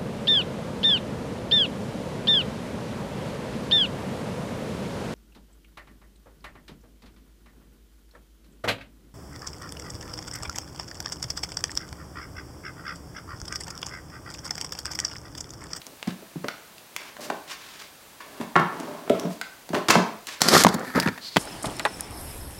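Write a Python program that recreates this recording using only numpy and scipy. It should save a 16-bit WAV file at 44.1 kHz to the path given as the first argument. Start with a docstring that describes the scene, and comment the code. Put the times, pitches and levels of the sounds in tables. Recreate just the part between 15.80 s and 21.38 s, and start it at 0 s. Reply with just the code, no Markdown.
"""Boxes and a tool on a workbench

Small cardboard boxes are lifted, slid and set down on a wooden bench in a small hard-walled room.
Fingernails tick on plastic cabinets, the bench thuds, cardboard rubs and crunches at the far end; then
a hand tool is dragged and knocked close by, overloading the microphone, and a cabinet is nudged.
Impacts ring damped modes; sliding surfaces excite resonances by stick-slip friction."""
import sys
import numpy as np
from scipy import signal
from scipy.fft import rfft, irfft
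from scipy.io import wavfile

SR = 44100
rng = np.random.default_rng(int(sys.argv[2]) if len(sys.argv) > 2 else 0)


def to_wav(s):
    """Save 16-bit WAV."""
    ch = np.atleast_2d(s).T  # columns
    pcm = np.round(np.clip(ch, -1, 1) * 32767)  # PCM
    wavfile.write(sys.argv[1], SR, pcm.astype(np.int16))


N = 246230
FFT_SIZE = 4096
GRID_HZ = np.maximum(np.fft.rfftfreq(FFT_SIZE, 1 / SR), 1)
# edges [Hz] of the five bands in which every bands_db list gives a relative level [dB]
BAND_EDGES_HZ = [100, 450, 1300, 3500, 8000, 16000]
# resonances of rubbed cardboard: (frequency [Hz], width [Hz], lift [dB])
CARDBOARD_RESONANCES = [(260.3, 250, 13.5), (406, 26, 9), (606, 67, 8.5), (1070, 310, 5), (1610, 243, 4)]


def undb(db):
    """Decibels to amplitude ratio."""
    return 10 ** (np.asarray(db) / 20)


def clock(length_s):
    """Sample times in seconds."""
    return np.arange(max(int(length_s * SR), 2)) / SR


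def unit(x):
    """Scale to rms 1."""
    return x / np.sqrt(np.mean(x ** 2) + 1e-18)


def add(track, start_s, sound):
    """Superpose a sound on the track."""
    i = int(np.clip(start_s * SR, 0, N - 1))
    track[i:i + len(sound)] += sound[:N - i]


def low_cut(x, hz, order):
    """High-pass filter: small surfaces and small microphones pass little bass."""
    return signal.sosfilt(signal.butter(order, hz, "high", fs=SR, output="sos"), x)


def colour(x, gain_db):
    """Minimum-phase filter with the given gain on the frequency grid."""
    cepstrum = irfft(gain_db * np.log(10) / 20)
    cepstrum[1:FFT_SIZE // 2] *= 2
    cepstrum[FFT_SIZE // 2 + 1:] = 0
    return signal.fftconvolve(x, irfft(np.exp(rfft(cepstrum))))


def tilted(bands_db, db, tilt_db):
    """Spectral tilt: band levels are raised by db and pivoted about their centre of power."""
    edges = np.array(BAND_EDGES_HZ)
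    octaves = np.log2(edges[1:] * edges[:-1]) / 2
    pivot = np.average(octaves, weights=undb(bands_db) ** 2)
    return np.array(bands_db) + db + tilt_db * (octaves - pivot)


def band_shape(bands_db, resonances, bass_hz=145, treble_hz=13000):
    """Resonance peaks on a smooth gain curve that brings unit white noise near the band levels."""
    edges = np.array(BAND_EDGES_HZ)
    log_centres = np.log(edges[1:] * edges[:-1]) / 2
    in_band = [(GRID_HZ >= lo) & (GRID_HZ < hi) for lo, hi in zip(edges, edges[1:])]
    fine_db = -11 * np.log10(1 + (bass_hz / GRID_HZ) ** 4) - 10 * np.log10(1 + (GRID_HZ / treble_hz) ** 8)
    for hz, width, lift_db in resonances:
        fine_db += lift_db / (1 + (2 * (GRID_HZ - hz) / width) ** 2)
    smooth_db, gain_db = 0, fine_db
    for _ in range(2):  # bend the smooth part until each band holds its power
        power = [np.mean(undb(gain_db) ** 2 * band) for band in in_band]
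        smooth_db = smooth_db + np.array(bands_db) - 10 * np.log10(power)
        gain_db = fine_db + np.interp(np.log(GRID_HZ), log_centres, smooth_db)
    return gain_db


def clicks(contacts, bands_db, ring_s, ring_share, ring_db, tip_s=0.00046):
    """Impact excitation: a noise burst drives one resonance; a shorter contact has a sharper tip."""
    out, t = np.zeros(N), clock(0.03)
    span = len(clock(0.01))  # levels state the energy as an rms over 10 ms
    for start, db, tilt_db, hz, contact_s in contacts:
        envelope = np.exp(-t / contact_s) + ring_share * np.exp(-t / ring_s)
        push = unit(rng.standard_normal(len(t)) * envelope)
        push[0] += tip_s / contact_s * np.sqrt(len(t))
        push *= np.sqrt(span / np.sum(push ** 2))
        gain_db = band_shape(tilted(bands_db, db, tilt_db), [(hz, 0.23 * hz, ring_db)])
        add(out, start, colour(push, gain_db))
    return out


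def stroke(length_s, rise_s, fall_s):
    """Exponential attack and release of a movement."""
    t = clock(length_s + 6 * fall_s)
    return (1 - np.exp(-t / rise_s)) * np.exp(-np.maximum(t - length_s, 0) / fall_s)


def friction(size, rate_hz, spread_db, hiss, catch_hz=160, catch_db=3):
    """Stick-slip: many small releases and a few large ones over a hiss, swelling where surfaces catch."""
    slips = (rng.random(size) < rate_hz / SR) * rng.choice([-1, 1], size)
    strength = undb(spread_db * np.minimum(rng.exponential(size=size), 3))
    position = np.arange(size) * catch_hz / SR
    roughness = np.clip(rng.standard_normal(int(position[-1]) + 2), -2, 2)
    grip = undb(catch_db * np.interp(position, np.arange(len(roughness)), roughness))
    return unit(grip * (unit(slips * strength) + hiss * rng.standard_normal(size)))


def scrapes(strokes, bands_db, resonances, rate_hz, spread_db, hiss, rise_s, fall_s):
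    """Source and filter: friction is heard through the resonances of the rubbed body."""
    out = np.zeros(N)
    for start, end, db, tilt_db in strokes:
        envelope = stroke(max(end - start, 0.005), rise_s, fall_s)
        force = envelope * friction(len(envelope), rate_hz, spread_db, hiss)
        add(out, start, colour(force, band_shape(tilted(bands_db, db, tilt_db), resonances)))
    return out


def knocks(blows, modes, crack_db, crack_s, detune=0.0084):
    """Modal ringing: a blow starts damped sinusoids; the many weaker modes merge in a noisy crack."""
    out, t = np.zeros(N), clock(0.4)
    mode_hz, mode_db, _ = np.transpose(modes)
    skirts_db = -20 * np.log10(1 + (GRID_HZ / mode_hz[-1]) ** 2 + (mode_hz[0] / GRID_HZ) ** 2)
    crack_shape = np.interp(np.log(GRID_HZ), np.log(mode_hz), mode_db) + skirts_db
    for start, db, ratio in blows:
        ring = np.zeros(len(t))
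        for k, (hz, gain_db, t60) in enumerate(modes):
            phase = 2 * np.pi * hz * ratio * (1 + detune * rng.standard_normal()) * t
            ring += (-1) ** k * undb(gain_db) * np.sin(phase) * undb(-60 * t / t60)
        burst = rng.standard_normal(len(t)) * np.exp(-t / crack_s)
        crack = colour(burst, crack_shape)[:len(t)]
        knock = ring / np.abs(ring).max() + undb(crack_db) * crack / np.abs(crack).max()
        add(out, start, undb(db) * knock)
    return out


def noise_floor(level_db=-49.5):
    """Stationary noise: microphone hiss and quiet room air."""
    spectrum = [(18, -37), (30, -10.5), (332, -4), (399, -6.5), (532, -4.5), (1200, -7), (1970, -9.5),
                (3780, -11.5), (4780, -11.5), (5170, -14), (5890, -13.5), (15500, -16.5)]  # (frequency [Hz], relative density [dB])
    hz, db = np.transpose(spectrum)
    gain_db = np.interp(np.log(GRID_HZ), np.log(hz), db)
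    return undb(level_db) * unit(colour(rng.standard_normal(N), gain_db)[:N])


def fingernails():
    """Brief hard contact: nails tick on plastic and card."""
    # (time [s], level [dB], tilt [dB/octave], resonance [Hz], contact [s])
    ticks = [(.017, -45.5, 2, 4000, 0.00096), (.2283, -37.5, -1, 2750, 0.00034),
             (.6842, -30, -1.2, 1800, .0005), (.9818, -52.5, 3, 2910, 0.0015),
             (1.1641, -31, 1.5, 2300, 0.0004), (3.6135, -31, 0, 2070, 0.0011), (4.47, -42.5, 6, 4020, .002),
             (5.177, -31, -7.5, 1680, .003), (5.224, -35.5, -1, 2490, .0028),
             (5.275, -28.5, -4.5, 1820, 0.0015), (5.285, -29, -4.5, 1740, 0.0024),
             (5.3773, -40, -3, 1790, 0.003), (5.5612, -27, -4.5, 2450, 0.0029),
             (5.5683, -15, -2.5, 3270, .00065)]
    bands_db = [-14.5, -7.5, 0.5, -3.5, -12.5]
    return clicks(ticks, bands_db, ring_s=0.0043, ring_share=0.73, ring_db=7.5)


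def edge_snaps():
    """Elastic release: hard edges catch and snap free."""
    # (time [s], level [dB], tilt [dB/octave], resonance [Hz], contact [s])
    snaps = [(.0673, -38.5, -0.9, 6100, .0005), (3.0008, -44, 2, 6530, .0004),
             (3.397, -36, 0.5, 5800, 0.0008), (3.8911, -39, -3, 4500, 0.00085),
             (4.6178, -13.5, -0.5, 5260, .001), (4.6858, -16, -1, 4750, 0.0035),
             (4.8373, -14, -0.5, 6550, .0005), (4.888, -27.5, -1, 5170, 0.0018),
             (4.9423, -39.5, 9, 6960, .003), (4.995, -41.5, -0.5, 7500, 0.00057),
             (5.158, -33.5, -4, 4870, .0005), (5.2, -21.5, -0.5, 4900, 0.00063)]
    bands_db = [-15.5, -11, -9.5, -1.5, -9]
    return clicks(snaps, bands_db, ring_s=0.005, ring_share=0.43, ring_db=11)


def box_slides_and_low_ring():
    """Sliding friction drives box resonances; the second row is a low ring after the first bench thud."""
    spans = [(.07, .14, -54.5, -1.5), (.35, .41, -58.5, -7.5), (1.385, 1.49, -44.5, 0.5),
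             (1.505, 1.6, -50, 1.5), (2.46, 2.59, -53.5, 2.5), (2.6, 2.635, -42, 2), (2.92, 3.13, -40, 0),
             (3.13, 3.29, -46, 0.5), (3.33, 3.42, -40, 0.5), (3.43, 3.48, -35.5, -0.5),
             (3.93, 3.985, -30, 0), (4.155, 4.2, -27.5, 0)]  # (start [s], end [s], level [dB], tilt [dB/octave])
    bands_db = [0, 0, -10, -15.5, -22]
    return scrapes(spans, bands_db, CARDBOARD_RESONANCES,
                   rate_hz=3500, spread_db=2, hiss=1.45, rise_s=0.00062, fall_s=0.0077)


def bench_thuds():
    """Plate vibration: soft blows ring the low modes of the bench top."""
    blows = [(.272, -21, 1), (.557, -25.5, 0.88), (.639, -29, 1.27), (1.502, -32.5, 1.4),
             (2.599, -23, 1.26), (2.796, -19, 0.95), (3.3, -21, 1.1), (3.446, -21, 0.89),
             (3.464, -28, 0.99), (3.903, -23.5, 1.04), (3.932, -19, 1.118), (4.09, -17.5, 1.135),
             (4.157, -15, 0.99), (4.184, -24, 0.98), (4.852, -8, 0.94), (4.87, -16.5, 1.215),
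             (4.94, -17.5, 0.934), (5.195, -22, 0.99), (5.262, -18, 0.88), (5.28, -31, 0.95),
             (5.57, -16.5, 0.86)]  # (time [s], level [dB], pitch ratio)
    modes = [(176.6, -3.5, 0.088), (216.3, -1.5, 0.043), (275.4, -8, 0.069), (329.8, -11, 0.0755),
             (455, -21, 0.103), (710, -24.5, 0.09)]  # (frequency [Hz], level [dB], T60 [s])
    return low_cut(knocks(blows, modes, crack_db=-1.5, crack_s=0.014), hz=92.5, order=3)


def corner_bumps():
    """Damped impact: carton corners bump the bench and each other."""
    # (time [s], level [dB], tilt [dB/octave], resonance [Hz], contact [s])
    bumps = [(.2741, -37.5, 3.5, 481, 0.0027), (.6436, -31.5, -1, 564, 0.0017), (1.3675, -43, 2, 605, .002),
             (1.5006, -26, 1, 1500, 0.0028), (2.6115, -36, 2, 815, 0.0034), (2.7619, -14, -2, 1110, .0036),
             (2.796, -28, 1, 1090, .0034), (3.277, -35.5, -1.5, 667, .001), (3.2974, -25, 2, 614, 0.00063),
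             (3.508, -40, -1, 640, .0014), (3.9327, -28, -4, 590, 0.0019), (3.9451, -23, 0.5, 1150, .0024),
             (3.9506, -24, 1, 860, 0.0017), (4.155, -17, .3, 940, 0.0012)]
    bands_db = [-10.5, -1, -7, -16.5, -26.5]
    return clicks(bumps, bands_db, ring_s=0.0071, ring_share=0.48, ring_db=6)


def finger_rubs():
    """Light friction, mostly hiss: fingers and cloth brush over cardboard."""
    rubs = [(.275, .305, -45.5, -3.5), (1.18, 1.29, -51, -2), (1.405, 1.455, -46, 3.5),
            (1.675, 1.7, -47.5, -0.5), (1.7, 1.722, -39, -.3), (1.79, 1.98, -52.5, 0),
            (1.99, 2.04, -48.5, 0), (2.402, 2.43, -49.5, -2.5), (3.5, 3.54, -54.5, 4.5),
            (4.47, 4.53, -41, 0)]  # (start [s], end [s], level [dB], tilt [dB/octave])
    bands_db = [-15, -6, 1, 0, -9.5]
    return scrapes(rubs, bands_db, CARDBOARD_RESONANCES,
                   rate_hz=2900, spread_db=6.5, hiss=2.3, rise_s=0.0016, fall_s=0.0165)


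def hollow_knocks():
    """Hollow-body resonance: struck cartons and cabinets ring with almost no crack."""
    blows = [(.422, -36.5, 0.98), (.6435, -26, 1.04), (1.5015, -26, 1.47), (1.52, -26.5, 0.99),
             (3.2985, -5, 1), (3.447, -24, 1.03)]  # (time [s], level [dB], pitch ratio)
    modes = [(248.7, -4.5, 0.093), (323, -8.5, 0.1), (375, -3, 0.043), (421, 1.5, 0.062), (571, -3, 0.083),
             (650, -3.5, 0.11), (716, -10.5, 0.041), (1340, -29, 0.137), (1500, -44, 0.086)]  # (frequency [Hz], level [dB], T60 [s])
    return low_cut(knocks(blows, modes, crack_db=-43, crack_s=0.0064), hz=184, order=3)


def plastic_taps():
    """Shell vibration: light taps ring the high, short-lived modes of thin plastic."""
    taps = [(.6846, -19.5, 0.98), (2.404, -31, 0.76), (3.6137, -20.5, 1.037), (5.2755, -18, 1.1),
            (5.286, -18, 1.12)]  # (time [s], level [dB], pitch ratio)
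    modes = [(1267, -1.5, 0.031), (1475, 3, 0.034), (1596, -4.5, 0.019), (1840, -1, 0.014),
             (2020, -1, 0.019), (2240, -2, 0.0218), (3120, -25, 0.037)]  # (frequency [Hz], level [dB], T60 [s])
    return knocks(taps, modes, crack_db=-16, crack_s=0.0047)


def box_landings():
    """Panel vibration: a closed box lands edge first and rocks, ringing at each blow."""
    blows = [(2.7562, -8, 0.99), (2.7618, -7, 0.97), (2.778, -20, 0.92), (2.8, -30, 1), (4.0865, -13, 0.98),
             (4.1015, -11, 0.93)]  # (time [s], level [dB], pitch ratio)
    modes = [(167, -6.5, 0.13), (360, -1, 0.095), (750, -10, 0.089), (980, -10, 0.39), (1165, 4, 0.092),
             (1366.4, -1, 0.11), (1460, -12.5, 0.123), (1670, -8, 0.14), (1817, 5, 0.019), (1984, -17, 0.1),
             (2160, -5.5, 0.029), (2860, -15, 0.043)]  # (frequency [Hz], level [dB], T60 [s])
    return low_cut(knocks(blows, modes, crack_db=-9, crack_s=0.0028), hz=161, order=4)


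def flap_crunch():
    """Bursts of stick-slip drive the resonances of a stiff flap."""
    crunches = [(4.0845, 4.0895, -18.5, 0), (4.098, 4.11, -17.5, 0.65), (4.114, 4.15, -30.5, -.5)]  # (start [s], end [s], level [dB], tilt [dB/octave])
    resonances = [(790, 175, -1), (1180, 200, 1), (2170, 73, 6)]  # (frequency [Hz], width [Hz], lift [dB])
    bands_db = [-7, -1, -0.5, -1.5, -11]
    return scrapes(crunches, bands_db, resonances,
                   rate_hz=3500, spread_db=2.5, hiss=0.92, rise_s=0.00037, fall_s=0.0046)


def tool_drag(pull_start_s=4.606):
    """Stick-slip at two scales: the tool judders in coarse slips as its edge hisses over the grain."""
    # pulled until it catches, it then scuffs to rest: (time [s], judder level [dB], hiss level [dB])
    pull = [(4.636, -31, -37.5), (4.676, -24, -40), (4.688, -27, -25), (4.702, -26.5, -36),
            (4.738, -13.5, -26.5), (4.766, -12, -27.5), (4.784, -26, -26.5), (4.806, -23, -25.5),
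            (4.83, -26, -32)]
    settle = [(4.882, -25, -37), (4.906, -29.5, -59), (4.948, -31, -43), (4.962, -32, -77),
              (5.05, -32.5, -56)]
    # low resonances, and narrow treble peaks that colour the hiss: (frequency [Hz], width [Hz], lift [dB])
    peaks = [(112, 60, -4), (178, 23, 4.5), (240, 38.4, 5), (360, 54, 2.5), (436, 18.4, 3), (524.5, 18, 9),
             (780, 24, 4.5), (1022, 85, 2.5), (1210, 170, 5.5), (1386, 65, 8.5), (1740, 340, 4.5),
             (2656, 730, -7.5), (4430, 49, 7), (4733, 42, 5), (5262, 63, 2), (5600, 33, 3), (6298, 24.5, 2),
             (11650, 1430, 5), (15700, 1930, -17)]
    judder_bands_db = [-2.5, -4, -8.5, -29, -36]
    hiss_bands_db = [-24, -9, 2.5, 6.5, -1.5]
    out = np.zeros(N)
    for start, curve in ((pull_start_s, pull), (settle[0][0], settle)):
        times, judder_db, hiss_db = np.transpose(curve)
        t = start + clock(times[-1] - start)
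        judder = friction(len(t), rate_hz=1000, spread_db=3.8, hiss=0.74, catch_db=2.5)
        judder *= undb(np.interp(t, times, judder_db))
        hiss = friction(len(t), rate_hz=2500, spread_db=1, hiss=1, catch_db=2)
        hiss *= undb(np.interp(t, times, hiss_db))
        add(out, start, colour(judder, band_shape(judder_bands_db, peaks)))
        add(out, start, colour(hiss, band_shape(hiss_bands_db, peaks)))
    return out


def tool_knocks():
    """Hard impact: the tool strikes the bench close by."""
    # (time [s], level [dB], tilt [dB/octave], resonance [Hz], contact [s])
    strikes = [(4.7657, -14.5, 2.5, 1290, 0.002), (4.8484, -8, 0.5, 1150, 0.00036),
               (4.8672, -8.5, 0.5, 1000, 0.00053), (4.8705, -13.5, -0.5, 1400, 0.0012)]
    bands_db = [-4.5, -1.5, -10.5, -19, -32]
    return clicks(strikes, bands_db, ring_s=0.0039, ring_share=0.34, ring_db=8)


def cabinet_nudges():
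    """Sliding friction drives the resonances of a small speaker cabinet."""
    nudges = [(5.04, 5.14, -41.5, 2), (5.147, 5.19, -22.5, -0.5), (5.205, 5.25, -32.5, 1.5),
              (5.255, 5.293, -25, -0.5), (5.3, 5.4, -50.5, 2.5)]  # (start [s], end [s], level [dB], tilt [dB/octave])
    resonances = [(177, 59, 1.5), (256, 27, 8.5), (412, 150, -1), (940, 79, 8.5), (1290, 53, 9),
                  (1604, 260, 4.5), (1780, 200, 6.5), (2780, 850, -12), (4820, 1000, 6.5), (12000, 2600, 8)]  # (frequency [Hz], width [Hz], lift [dB])
    bands_db = [0.5, -5, -3, -16, -20.5]
    return scrapes(nudges, bands_db, resonances,
                   rate_hz=2200, spread_db=4, hiss=0.87, rise_s=0.0036, fall_s=0.0064)


def skid_whistles(width_hz=600):
    """Narrow-band noise: a smooth skid whistles faintly in one resonance."""
    skids = [(5.403, 5.483, -35, 4340), (5.492, 5.56, -38.5, 4300)]  # (start [s], end [s], level [dB], frequency [Hz])
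    out = np.zeros(N)
    for start, end, db, hz in skids:
        envelope = stroke(end - start, rise_s=0.0426, fall_s=0.018)
        peak_db = -10 * np.log10(1 + (2 * (GRID_HZ - hz) / width_hz) ** 2)
        whistle = colour(rng.standard_normal(len(envelope)), peak_db)[:len(envelope)]
        add(out, start, undb(db) * envelope * unit(whistle))
    return out


def reverberation(direct, gap_s=0.0055, build_s=0.003, top_hz=9000):
    """Diffuse field: echoes build after a gap, die sooner in the treble and gain share with distance."""
    echo_levels = [(0, -14), (.65, -8), (1.5, -7.5), (2.6, -3.5), (3.5, -6), (4.55, -5.5), (4.87, -21),
                   (5.3, -19.5), (5.58, -17.5)]  # higher for distant sources: (time [s], level [dB])
    decay_times = [(150, 0.42), (400, 0.44), (1040, 0.5155), (2760, 0.5), (7280, 0.38), (15000, 0.29)]  # (frequency [Hz], T60 [s])
    t = clock(0.8)
    spectrum = rfft(rng.standard_normal(len(t)))
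    hz = np.maximum(np.fft.rfftfreq(len(t), 1 / SR), 1)
    centres, t60s = np.transpose(decay_times)
    tail = np.zeros(len(t))
    for share, t60 in zip(np.eye(len(t60s)), t60s):
        band = irfft(spectrum * np.interp(np.log(hz), np.log(centres), share), len(t))
        tail += band * undb(-60 * t / t60)
    build_up = 1 - np.exp(-np.maximum(t - gap_s, 0) / build_s)
    tail = unit(tail * build_up) / np.sqrt(len(t))
    response = colour(tail, -10 * np.log10(1 + (GRID_HZ / top_hz) ** 4))
    send = undb(np.interp(np.arange(N) / SR, *np.transpose(echo_levels)))
    return low_cut(signal.fftconvolve(direct * send, response)[:N], hz=123, order=3)


def scene():
    """Superposition of direct sound, reverberation and noise in one channel."""
    direct = tool_drag() + skid_whistles()
    direct += fingernails() + edge_snaps() + corner_bumps() + tool_knocks()
    direct += bench_thuds() + box_landings() + hollow_knocks() + plastic_taps()
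    direct += finger_rubs() + box_slides_and_low_ring() + flap_crunch() + cabinet_nudges()
    direct = low_cut(direct, hz=63, order=1)
    return (direct + reverberation(direct) + noise_floor())[None]


def record(dry, top_hz=15900):
    """Overload: the nearest knocks clip, and a steep low-pass filter limits the bandwidth."""
    clipped = np.clip(dry, -1, 1)
    return signal.sosfilt(signal.ellip(10, 0.2, 80, top_hz, fs=SR, output="sos"), clipped)


dry = scene()
out = record(dry)
to_wav(out)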